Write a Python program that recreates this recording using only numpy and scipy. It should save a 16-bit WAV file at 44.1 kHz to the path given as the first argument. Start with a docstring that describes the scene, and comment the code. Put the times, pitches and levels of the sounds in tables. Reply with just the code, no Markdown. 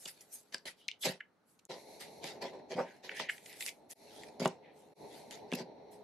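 """A quiet room, close to a wooden table where tarot cards are being handled.
Cards rub on each other and on the wood, edges snap free, bent cards sing as they are dragged,
and a fingernail chatters over a packet. Packets and fingers land with a short, hollow ring of the table.
Air rushes faintly behind. Three times the sound dips briefly and comes back with a fine hiss."""
import sys
import numpy as np
from scipy import signal
from scipy.fft import rfft, irfft, next_fast_len
from scipy.io import wavfile
from scipy.ndimage import map_coordinates

SR = 44100
rng = np.random.default_rng(int(sys.argv[2]) if len(sys.argv) > 2 else 0)


def to_wav(sig):
    """Store sig (one row per channel, or 1-D mono) as 16-bit WAV at the path in sys.argv[1].

    Samples outside -1..1 are clipped; the rate is SR.
    """
    pcm = np.clip(np.atleast_2d(sig), -1, 1) * 32767
    pcm = np.round(pcm).astype(np.int16)
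    wavfile.write(sys.argv[1], SR, pcm.T)  # frames by channels


N = 266231
TIME = np.arange(N) / SR


def from_db(db):
    """Turn decibels (dB) into a number to multiply by."""
    return 10 ** (np.asarray(db) / 20)


def rms_one(x):
    """Scale a sound so that its average strength (rms) is 1."""
    return x / np.sqrt(np.mean(x ** 2) + 1e-20)


def as_blow(x, length):
    """Give a short sound the energy of one of strength 1 lasting this many seconds."""
    return x / np.sqrt(np.sum(x ** 2) / (length * SR) + 1e-20)


def colour(x, spectrum):
    """Make some pitches louder and others softer, following rows of (Hz, dB)."""
    size = next_fast_len(x.shape[-1])
    hz, db = np.transpose(spectrum)
    bins = np.maximum(np.fft.rfftfreq(size, 1 / SR), 1)
    gain = from_db(np.interp(np.log(bins), np.log(hz), db))
    return irfft(rfft(x, size) * gain, size)[..., :x.shape[-1]]


def cut(x, hz, kind, order=2):
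    """Keep what lies below ("low") or above ("high") a pitch."""
    return signal.sosfilt(signal.butter(order, min(hz, .45 * SR), kind, fs=SR, output="sos"), x + 1e-18)


def ring(x, hz, ring_s):
    """Each push starts a tone that fades by 60 dB in its ring time."""
    decay = np.exp(-np.log(1000) / (ring_s * SR))
    feedback = decay * np.cos(2 * np.pi * min(hz, .45 * SR) / SR)
    return signal.lfilter([1, -feedback], [1, -2 * feedback, decay * decay], x + 1e-18)


def drift(rate):
    """Wander at random around zero, to a new value this many times a second."""
    return rms_one(np.interp(TIME * rate, np.arange(N), rng.standard_normal(N)))


def add(out, s, sound):
    """Mix a sound in, starting at second s."""
    start = max(round(s * SR), 0)
    out[..., start:start + sound.shape[-1]] += sound[..., :N - start]


def left_right(mid, side):
    """Both ears share the middle; the side part sets them apart."""
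    return np.array([mid + side, mid - side])


# How wide a sound is. Each row: pitch in Hz, level of the side against the middle in dB.
STEREO_WIDTH = [(30, -25), (150, -10.5), (300, -5.5), (600, -6), (1200, -5), (2500, -3.5), (5000, -3),
                (9000, -2.5), (13000, 0)]
def stereo(pair, spectrum, width=1):
    """Colour two noises and spread them out, high pitches wider than low ones."""
    mid, side = colour(pair, spectrum)
    return rms_one(left_right(mid, width * colour(side, STEREO_WIDTH)))


# The colours of the room's steady tone, the air and the hiss. Each row: pitch in Hz, level in dB.
ROOM_COLOUR = [(30, -26.5), (180, 2), (600, -8.5), (1400, -10), (2400, -21), (5000, -29.5), (13000, -40.5)]
AIR_COLOUR = [(25, -32), (70, -11.5), (150, -1), (280, 2.5), (430, 5), (650, 4), (900, 2.5), (1300, -32.5),
              (2100, -16), (3100, -32), (4200, -15), (5000, -38.5), (5700, -23.5), (7000, -54),
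              (12000, -90)]
HISS_COLOUR = [(700, -8), (1400, -14), (2200, 11), (3100, -6), (4200, 13.5), (4900, 1), (5700, 6.5),
               (8000, -3), (11800, 4.5), (12900, -43.5), (15500, -40)]
# How the rush of air rises and falls. Each row: time in seconds, level in dB.
AIR_LEVELS = [(0, -69.5), (1.66, -82.5), (1.72, -58.5), (2.62, -53.5), (3.0, -62), (3.9, -62.5), (4.2, -55),
              (4.93, -62), (5.02, -52.5), (6.04, -55)]
# A hollow hum in the air. It lists: pitch in Hz, ring time in seconds, level against the rush in dB.
AIR_HUM = (422, 0.39, -9.5)
# Brief dips in level, made in record(), and the hiss after each.
# Each row: start in seconds, recovery in seconds, hiss level in dB, time the hiss holds in seconds.
DIPS_AND_HISS = [(1.674, 0.027, -63, 0.47), (3.937, 0.078, -66, 0.21), (4.939, 0.059, -65.5, 0.34)]
def background(tone_db=-74.5, air_waver_db=1.14, hiss_waver_db=1.6, floor_db=-91.5, sink_db_per_s=76):
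    """Room tone, a low rush of air, and a hiss that comes up at each dip, holds and sinks to a floor."""
    tone = from_db(tone_db) * stereo(rng.standard_normal((2, N)), ROOM_COLOUR)
    rush = stereo(rng.standard_normal((2, N)), AIR_COLOUR)
    hum_hz, ring_s, hum_db = AIR_HUM
    hum = cut(ring(rng.standard_normal(N), hum_hz, ring_s), 2 * hum_hz, "low")
    air_db = np.interp(TIME, *np.transpose(AIR_LEVELS)) + air_waver_db * drift(20)
    air = from_db(air_db) * (rush + from_db(hum_db) * rms_one(hum))
    hiss_gain = np.full(N, from_db(floor_db))
    for s, _, db, hold in DIPS_AND_HISS:
        hiss_gain += (TIME > s) * from_db(db - sink_db_per_s * np.maximum(TIME - s - hold, 0))
    hiss_gain *= from_db(hiss_waver_db * drift(20))
    return tone + air + hiss_gain * stereo(rng.standard_normal((2, N)), HISS_COLOUR)


def swell(s, rise, fade, braking=1.34):
    """A move speeds up, then the hand brakes it. 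Gives the samples it covers and its speed."""
    span = slice(max(int((s - 3 * rise) * SR), 0), int((s + 7 * fade) * SR))
    t = TIME[span] - s
    return span, np.exp(-np.where(t < 0, (t / rise) ** 2, np.abs(t / fade) ** braking))


def friction(slips_per_s, spread_db, smooth):
    """Paper fibres catch and let go: tiny slips of very uneven size over a smooth rub."""
    sizes = from_db(spread_db * np.minimum(rng.exponential(1, N), 4))
    slips = (rng.random(N) < slips_per_s / SR) * sizes * rng.standard_normal((2, N))
    return rms_one(slips) + smooth * rng.standard_normal((2, N))


def flicker(x, patchy_db=5.5, flickers_per_s=35, patches_per_octave=9):
    """Patches of the rubbing noise's pitch range flicker in and out at random."""
    hz, s, frames = signal.stft(x, SR, nperseg=512)
    place = np.meshgrid(patches_per_octave * np.log2(1 + hz / 1000), s * flickers_per_s, indexing="ij")
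    patches = map_coordinates(rng.standard_normal((64, 512)), place, order=1, mode="wrap")
    return signal.istft(frames * rms_one(from_db(patchy_db * patches)), SR)[1][:, :N]


# The tabletop's own tones. Each row: pitch in Hz, level in dB, undamped ring time in seconds.
TABLETOP_TONES = [(158, -2, 0.13), (186, 0, 0.13), (239, 2.5, 0.1), (387, 6, 0.09), (505, -4, 0.08),
                  (543, 2, 0.09), (638, 1.5, 0.11), (786, -2, 0.09), (896, 2, 0.08), (998, 2, 0.08)]
def table_shiver(force, direct):
    """Rubbing shakes the tabletop: its main tones stand out a little from a bed of noise."""
    tones = sum(from_db(db) * ring(force, hz, ring_s) for hz, db, ring_s in TABLETOP_TONES)
    return rms_one(tones) + direct * rms_one(force)


# The colours of a stroke's five parts: airy top sheen on light strokes, card edge, card face,
# tabletop and the hand's weight. Each row: pitch in Hz, level in dB.
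SHEEN_COLOUR = [(9000, -24), (12000, 5), (13800, 3.5), (15500, -23)]
EDGE_COLOUR = [(3000, -13), (5000, -2.5), (6200, 0.5), (8000, 2.5), (12000, 5), (13400, -20.5),
               (15500, -35.5)]
FACE_COLOUR = [(600, -17), (1200, -12), (1900, 1.5), (2600, -2), (3300, -2.5), (4300, 0), (5500, -4.5),
               (7500, -12.5), (12000, -42.5)]
WOOD_COLOUR = [(200, -27), (330, -0.5), (500, 8), (680, 4.5), (950, 0.5), (1300, -14.5), (2200, -6),
               (5000, -67)]
WEIGHT_COLOUR = [(25, -56.5), (70, -30.5), (120, -53.5), (165, -3), (250, -5.5), (340, -7), (600, -15),
                 (2000, -83)]
# How those five answer to pressure, in the same order.
# Each row: pressure where it is loudest, level there in dB, loss in dB one unit of pressure away.
PRESSURE_RESPONSE = [(-.1, -11.5, 66), (0, 2.5, 39), (.48, 2, 85), (.85, -2.5, 61.5), (1, -13.5, 48)]
# Rubbing strokes. Each row: peak time, rise and fade in seconds, base level in dB, pressure
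# (near 0 an edge brushes, near 0.5 card rubs on card, near 1 the deck is pushed along the table).
RUBS = [ (0.049, 0.055, 0.056, -54.5, 0.077), (0.08, 0.01, 0.02, -46, 0.27), (.15, 0.11, 0.36, -70, 0.3),
        (.21, 0.0035, 0.032, -61.5, 0.079), (0.345, 0.028, 0.04, -46.5, -0.34),
        (0.524, 0.001, 0.014, -52, 0.64), (0.544, 0.013, 0.024, -50.5, 0.54),
        (0.656, 0.0014, 0.027, -47, 0.44), (.676, 0.011, 0.027, -46, 0.49), (.81, 0.04, .03, -71.5, 0.33),
        (1.034, 0.021, 0.034, -45, -0.21), (1.057, 0.015, 0.038, -34.5, 0.49),
        (1.059, 0.01, 0.041, -35.5, 0.87), (1.505, 0.032, 0.062, -73.5, 0.1),
        (1.703, 0.01, 0.057, -43, 0.82), (2.014, 0.014, 0.038, -49.5, 0.41),
        (2.248, 0.017, 0.065, -45.5, 0.73), (2.274, 0.04, 0.04, -48, 0.57), (2.359, 0.012, 0.03, -48, 0.95),
        (2.425, 0.01, 0.02, -37.5, 0.81), (2.449, 0.015, 0.045, -43, 0.81),
        (2.541, 0.013, 0.035, -44.5, 0.96), (2.596, 0.013, 0.019, -51.5, 0.98),
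        (2.724, 0.022, 0.03, -44.5, 0.75), (2.771, 0.011, 0.058, -32.5, 1), (2.797, 0.02, 0.028, -33, 0.96),
        (2.91, 0.058, 0.09, -69.5, 0.45), (3.049, 0.014, 0.035, -49.5, 0.65),
        (3.12, 0.032, 0.018, -47.5, 0.81), (3.175, 0.032, 0.035, -53.5, 0.45),
        (3.201, 0.011, 0.031, -39, 0.68), (3.298, 0.0048, 0.075, -54, 0.22),
        (3.518, 0.075, 0.13, -57, 0.23), (3.618, 0.019, 0.026, -46, 0.18),
        (3.675, 0.025, 0.023, -44.5, 0.14), (3.911, 0.012, 0.043, -52.5, 0.18),
        (4.2, 0.11, 0.084, -59.5, 0.43), (4.398, 0.0015, 0.038, -43.5, 0.63),
        (4.427, 0.0069, 0.056, -36.5, 0.83), (4.8, 0.053, 0.12, -72, 0.27),
        (5.165, 0.061, 0.065, -61.5, 0.35), (5.321, 0.013, 0.047, -51.5, 0.57),
        (5.555, 0.0063, 0.004, -42.5, 0.3), (5.601, 0.069, 0.022, -43.5, 0.8),
        (5.921, 0.0085, 0.045, -65, 0.21)]
def strokes(judder_db=1.0, judder_per_s=220, lumps_db=2.5, lumps_per_s=90, table_width=0.3):
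    """Lightly held edges hiss, firmer card faces rasp, and under full pressure the table rumbles."""
    power = np.zeros((len(PRESSURE_RESPONSE), N))
    best_pressure, top_db, loss_db = np.transpose(PRESSURE_RESPONSE)
    for s, rise, fade, db, pressure in RUBS:
        span, speed = swell(s, rise, fade)
        gains = from_db(db + top_db - loss_db * (pressure - best_pressure) ** 2)
        power[:, span] += (gains[:, None] * speed) ** 2
    sheen, edge, face, wood, weight = np.sqrt(power)
    judder = rms_one(from_db(judder_db * drift(judder_per_s)))  # the cards stick and slide unevenly
    paper = face * flicker(stereo(friction(slips_per_s=3000, spread_db=3.0, smooth=0.88), FACE_COLOUR))
    paper += edge * flicker(stereo(friction(slips_per_s=6000, spread_db=2.2, smooth=1.0), EDGE_COLOUR))
    paper += sheen * stereo(rng.standard_normal((2, N)), SHEEN_COLOUR)
    shiver = table_shiver(friction(slips_per_s=2500, spread_db=2.0, smooth=.9), direct=2.4)
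    lumps = rms_one(from_db(lumps_db * drift(lumps_per_s)))  # the fingers press unevenly
    table = wood * stereo(shiver, WOOD_COLOUR, table_width)
    table += weight * stereo(shiver, WEIGHT_COLOUR, table_width)
    return judder * paper + lumps * table


# A bending card's tones. Each row: multiple of the lowest pitch, level in dB, ring time in seconds.
CARD_TONES = [(1, 18, 0.0072), (1.2, 7.5, 0.0082), (1.501, 1.5, 0.0036), (1.95, -1, 0.0039)]
def card_ring(force, pitch_hz):
    """A card rings as it bends; it is too small to give off anything deeper than these tones."""
    bend = sum(from_db(db) * ring(force, pitch_hz * ratio, ring_s) for ratio, db, ring_s in CARD_TONES)
    return cut(cut(bend, .92 * pitch_hz, "high", order=8), 2.05 * pitch_hz, "low", order=6)


# Card edges snapping free. Each row: time in seconds, level in dB, lowest pitch in Hz,
# time the slips take to fade in seconds, crack strength in dB.
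EDGE_SNAPS = [ (0.0567, -40.5, 2900, 0.004, 1.5), (0.209, -54.5, 5800, 0.00096, -5),
              (0.5444, -37, 1610, 0.0015, -2), (.545, -36.5, 4870, 0.00073, -19),
              (0.582, -54, 4670, .0007, -22), (.8823, -36, 4120, 0.00079, -38),
              (0.886, -33, 2200, 0.00026, -11.5), (0.9144, -42, 2950, 0.00012, -18),
              (1.036, -41.5, 1870, 0.0013, -11), (1.593, -62.5, 2610, 0.004, 9),
              (1.653, -55.5, 6560, 0.00071, 21), (2.242, -42, 1660, 0.0011, 5.5),
              (3.198, -38, 1970, 0.0019, -24), (3.381, -52.5, 1910, 0.0013, -6),
              (3.461, -49, 1920, 0.0034, 5), (3.529, -50.5, 2000, 0.002, -3),
              (3.608, -39, 2050, 0.0027, -2), (3.625, -40.5, 2360, 0.00089, -3),
              (3.6635, -37.5, 2400, 0.00077, 18), (3.6843, -42, 2020, 0.00057, -2),
              (3.691, -40, 2190, .003, 5), (3.912, -49, 5840, 0.00031, 6),
              (4.235, -49.5, 1930, 0.00057, -5), (4.451, -41, 2220, 0.0019, -1),
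              (4.4575, -35.5, 2830, 0.0018, -3), (4.477, -43.5, 5500, 0.0028, 22),
              (5.31, -48.5, 3160, 0.00021, 4), (5.518, -42.5, 2290, 0.00039, -4.5),
              (5.5253, -39.5, 1680, 0.00095, -12), (5.5353, -36.5, 2700, 0.0029, -5)]
def snaps(crack_trim_db=-2, crack_top_hz=8200, crack_width=0.42, bend_width=0.35, build_up=0.46):
    """An edge lets go in a quick run of slips: the card rings, with a dry crack on top."""
    out, t = np.zeros((2, N)), TIME[:SR // 20] - .01
    for s, db, pitch_hz, length, crack_db in EDGE_SNAPS:
        spread_s = length * np.where(t < 0, build_up, 1)
        slips = rng.standard_normal((4, len(t))) * np.exp(-(t / spread_s) ** 2 / 2)
        slips[::2, np.searchsorted(t, 0)] += 2.2  # one sharp release
        bend = card_ring(slips[:2], pitch_hz)
        crack = cut(cut(slips[2:], pitch_hz, "high", order=4), crack_top_hz, "low", order=3)
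        crack_gain = from_db(crack_db + crack_trim_db)
        mid = rms_one(bend[0]) + crack_gain * rms_one(crack[0])
        side = bend_width * rms_one(bend[1]) + crack_width * crack_gain * rms_one(crack[1])
        add(out, s + t[0], from_db(db) * as_blow(left_right(mid, side), length=0.0098))
    return out


# Blows on the table. Each row: start in seconds, level in dB, pitch in Hz above which it is dulled.
TABLE_KNOCKS = [(.058, -55, 1220), (0.5447, -50, 2435), (0.658, -54, 576), (1.065, -40, 109),
                (1.092, -40.5, 113), (1.708, -47.5, 1220), (2.243, -50.5, 500), (2.75, -42.5, 200),
                (3.199, -40.5, 1740), (4.401, -38, 400), (4.418, -33, 327), (4.457, -25, 1000),
                (5.525, -36.5, 430), (5.5365, -35, 380), (5.604, -39.5, 257)]
def knocks(damping=0.81, slap=0.81, slap_s=0.0046, lowest_hz=162):
    """A packet or finger lands: the tabletop rings, damped by the hand, and trapped air slaps out."""
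    out, t = np.zeros(N), TIME[:SR // 3]
    click = signal.unit_impulse(len(t))
    for s, db, contact_hz in TABLE_KNOCKS:
        scatter_db = rng.normal(0, 1.5, len(TABLETOP_TONES))
        tones = sum(from_db(tone_db + extra_db) * ring(click, hz, ring_s * damping)
                    for (hz, tone_db, ring_s), extra_db in zip(TABLETOP_TONES, scatter_db))
        puff = cut(rng.standard_normal(len(t)) * np.exp(-t / slap_s), 2100, "low")
        blow = rms_one(tones) + slap * rms_one(puff)
        blow = cut(cut(blow, contact_hz, "low"), lowest_hz, "high", order=6)
        add(out, s, from_db(db) * as_blow(blow, length=0.016))
    return np.array([out, out])


# Bent cards being dragged. Each row: peak time and fade in seconds, level in dB, lowest pitch in Hz.
CARD_DRAGS = [(0.813, .06, -67, 3140), (1.033, 0.026, -41.5, 3360), (2.797, 0.017, -39, 980),
              (2.869, 0.072, -58, 1790), (3.118, 0.01, -46, 1640), (3.182, 0.12, -48.5, 1830),
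              (3.512, 0.064, -57, 2030), (3.68, 0.01, -42, 2170), (4.658, 0.063, -63, 2040)]
def drags(width=0.44, flex_octaves=0.068, flexes_per_s=22):
    """Slips along an edge keep a bent card ringing; its pitch shifts as it flexes."""
    out = np.zeros((2, N))
    slips = friction(slips_per_s=6000, spread_db=1.5, smooth=0.5)
    flex = 2 ** (flex_octaves * drift(flexes_per_s))
    for s, fade, db, pitch_hz in CARD_DRAGS:
        span, speed = swell(s, rise=.004 + .36 * fade, fade=fade)
        bend = card_ring(slips[:, span], pitch_hz)
        place = np.cumsum(flex[span]) % len(speed)  # reading faster raises the pitch
        mid, side = [np.interp(place, np.arange(len(speed)), x) for x in bend]
        out[:, span] += from_db(db) * speed * rms_one(left_right(mid, width * side))
    return out


# The tones of a packet of cards held in the hand. Each row: pitch in Hz, level in dB.
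PACKET_TONES = [(1670, 1), (2030, 4.5), (2260, 2), (2560, -1), (2950, -2.5)]
# Fingernail taps. Each row: time in seconds, level in dB, time to swell or fade in seconds,
# pitch in Hz above which it is dulled.
NAIL_TAPS = [(1.207, -39.5, 0.003, 2000), (3.0937, -36.5, 0.0014, 2960), (3.296, -27, 0.0049, 3000)]
def taps(ring_s=0.0072, crack_db=-10, width=0.21, lowest_hz=1450):
    """A fingernail chatters over the edges of a stiff packet: a round knock with hardly any crack."""
    out, t = np.zeros((2, N)), TIME[:SR // 15] - .015
    for s, db, length, contact_hz in NAIL_TAPS:
        slips = rng.standard_normal((2, len(t))) * np.exp(-(t / length) ** 2 / 2)
        slips[0, np.searchsorted(t, 0)] += 2.2  # one sharp release
        body = sum((-1) ** k * from_db(tone_db) * ring(slips, hz, ring_s)
                   for k, (hz, tone_db) in enumerate(PACKET_TONES))
        tap = rms_one(body) + from_db(crack_db) * rms_one(slips)
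        mid, side = cut(cut(tap, contact_hz, "low"), lowest_hz, "high", order=6)
        add(out, s + t[0], from_db(db) * as_blow(left_right(mid, width * side), length=0.009))
    return out


def room(x, echo_db=-16.5, ring_s=0.16, wall_hz=5500, width=0.59, wide_above_hz=700):
    """A small furnished room adds a short, dull echo; deep sounds reach left and right alike."""
    t = TIME[:SR // 2]
    tails = cut(rng.standard_normal((2, len(t))), wall_hz, "low", order=1)
    tails *= np.exp(-np.log(1000) * t / ring_s) * (t > .004)
    mid, side = tails / np.sqrt(np.sum(tails ** 2, axis=1, keepdims=True))
    side = width * cut(side, wide_above_hz, "high", order=1)
    return from_db(echo_db) * signal.fftconvolve(x, left_right(mid, side), axes=1)[:, :N]


def scene():
    """Cards and table in the room, over the background."""
    handling = strokes() + drags() + snaps() + taps() + knocks()
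    return handling + room(handling) + background()


def record(dry, dip_db=-30, top_hz=15700):
    """The level dips briefly three times, and the very highest pitches are cut away."""
    gain, low = np.ones(N), from_db(dip_db)
    for s, recovery, *_ in DIPS_AND_HISS:
        gain *= np.interp(TIME, [s - .006, s, s + 0.013, s + 0.0027 + recovery], [1, low, low, 1])
    return signal.sosfilt(signal.ellip(10, .1, 80, top_hz, fs=SR, output="sos"), dry * gain)


dry = scene()
out = record(dry)
to_wav(out)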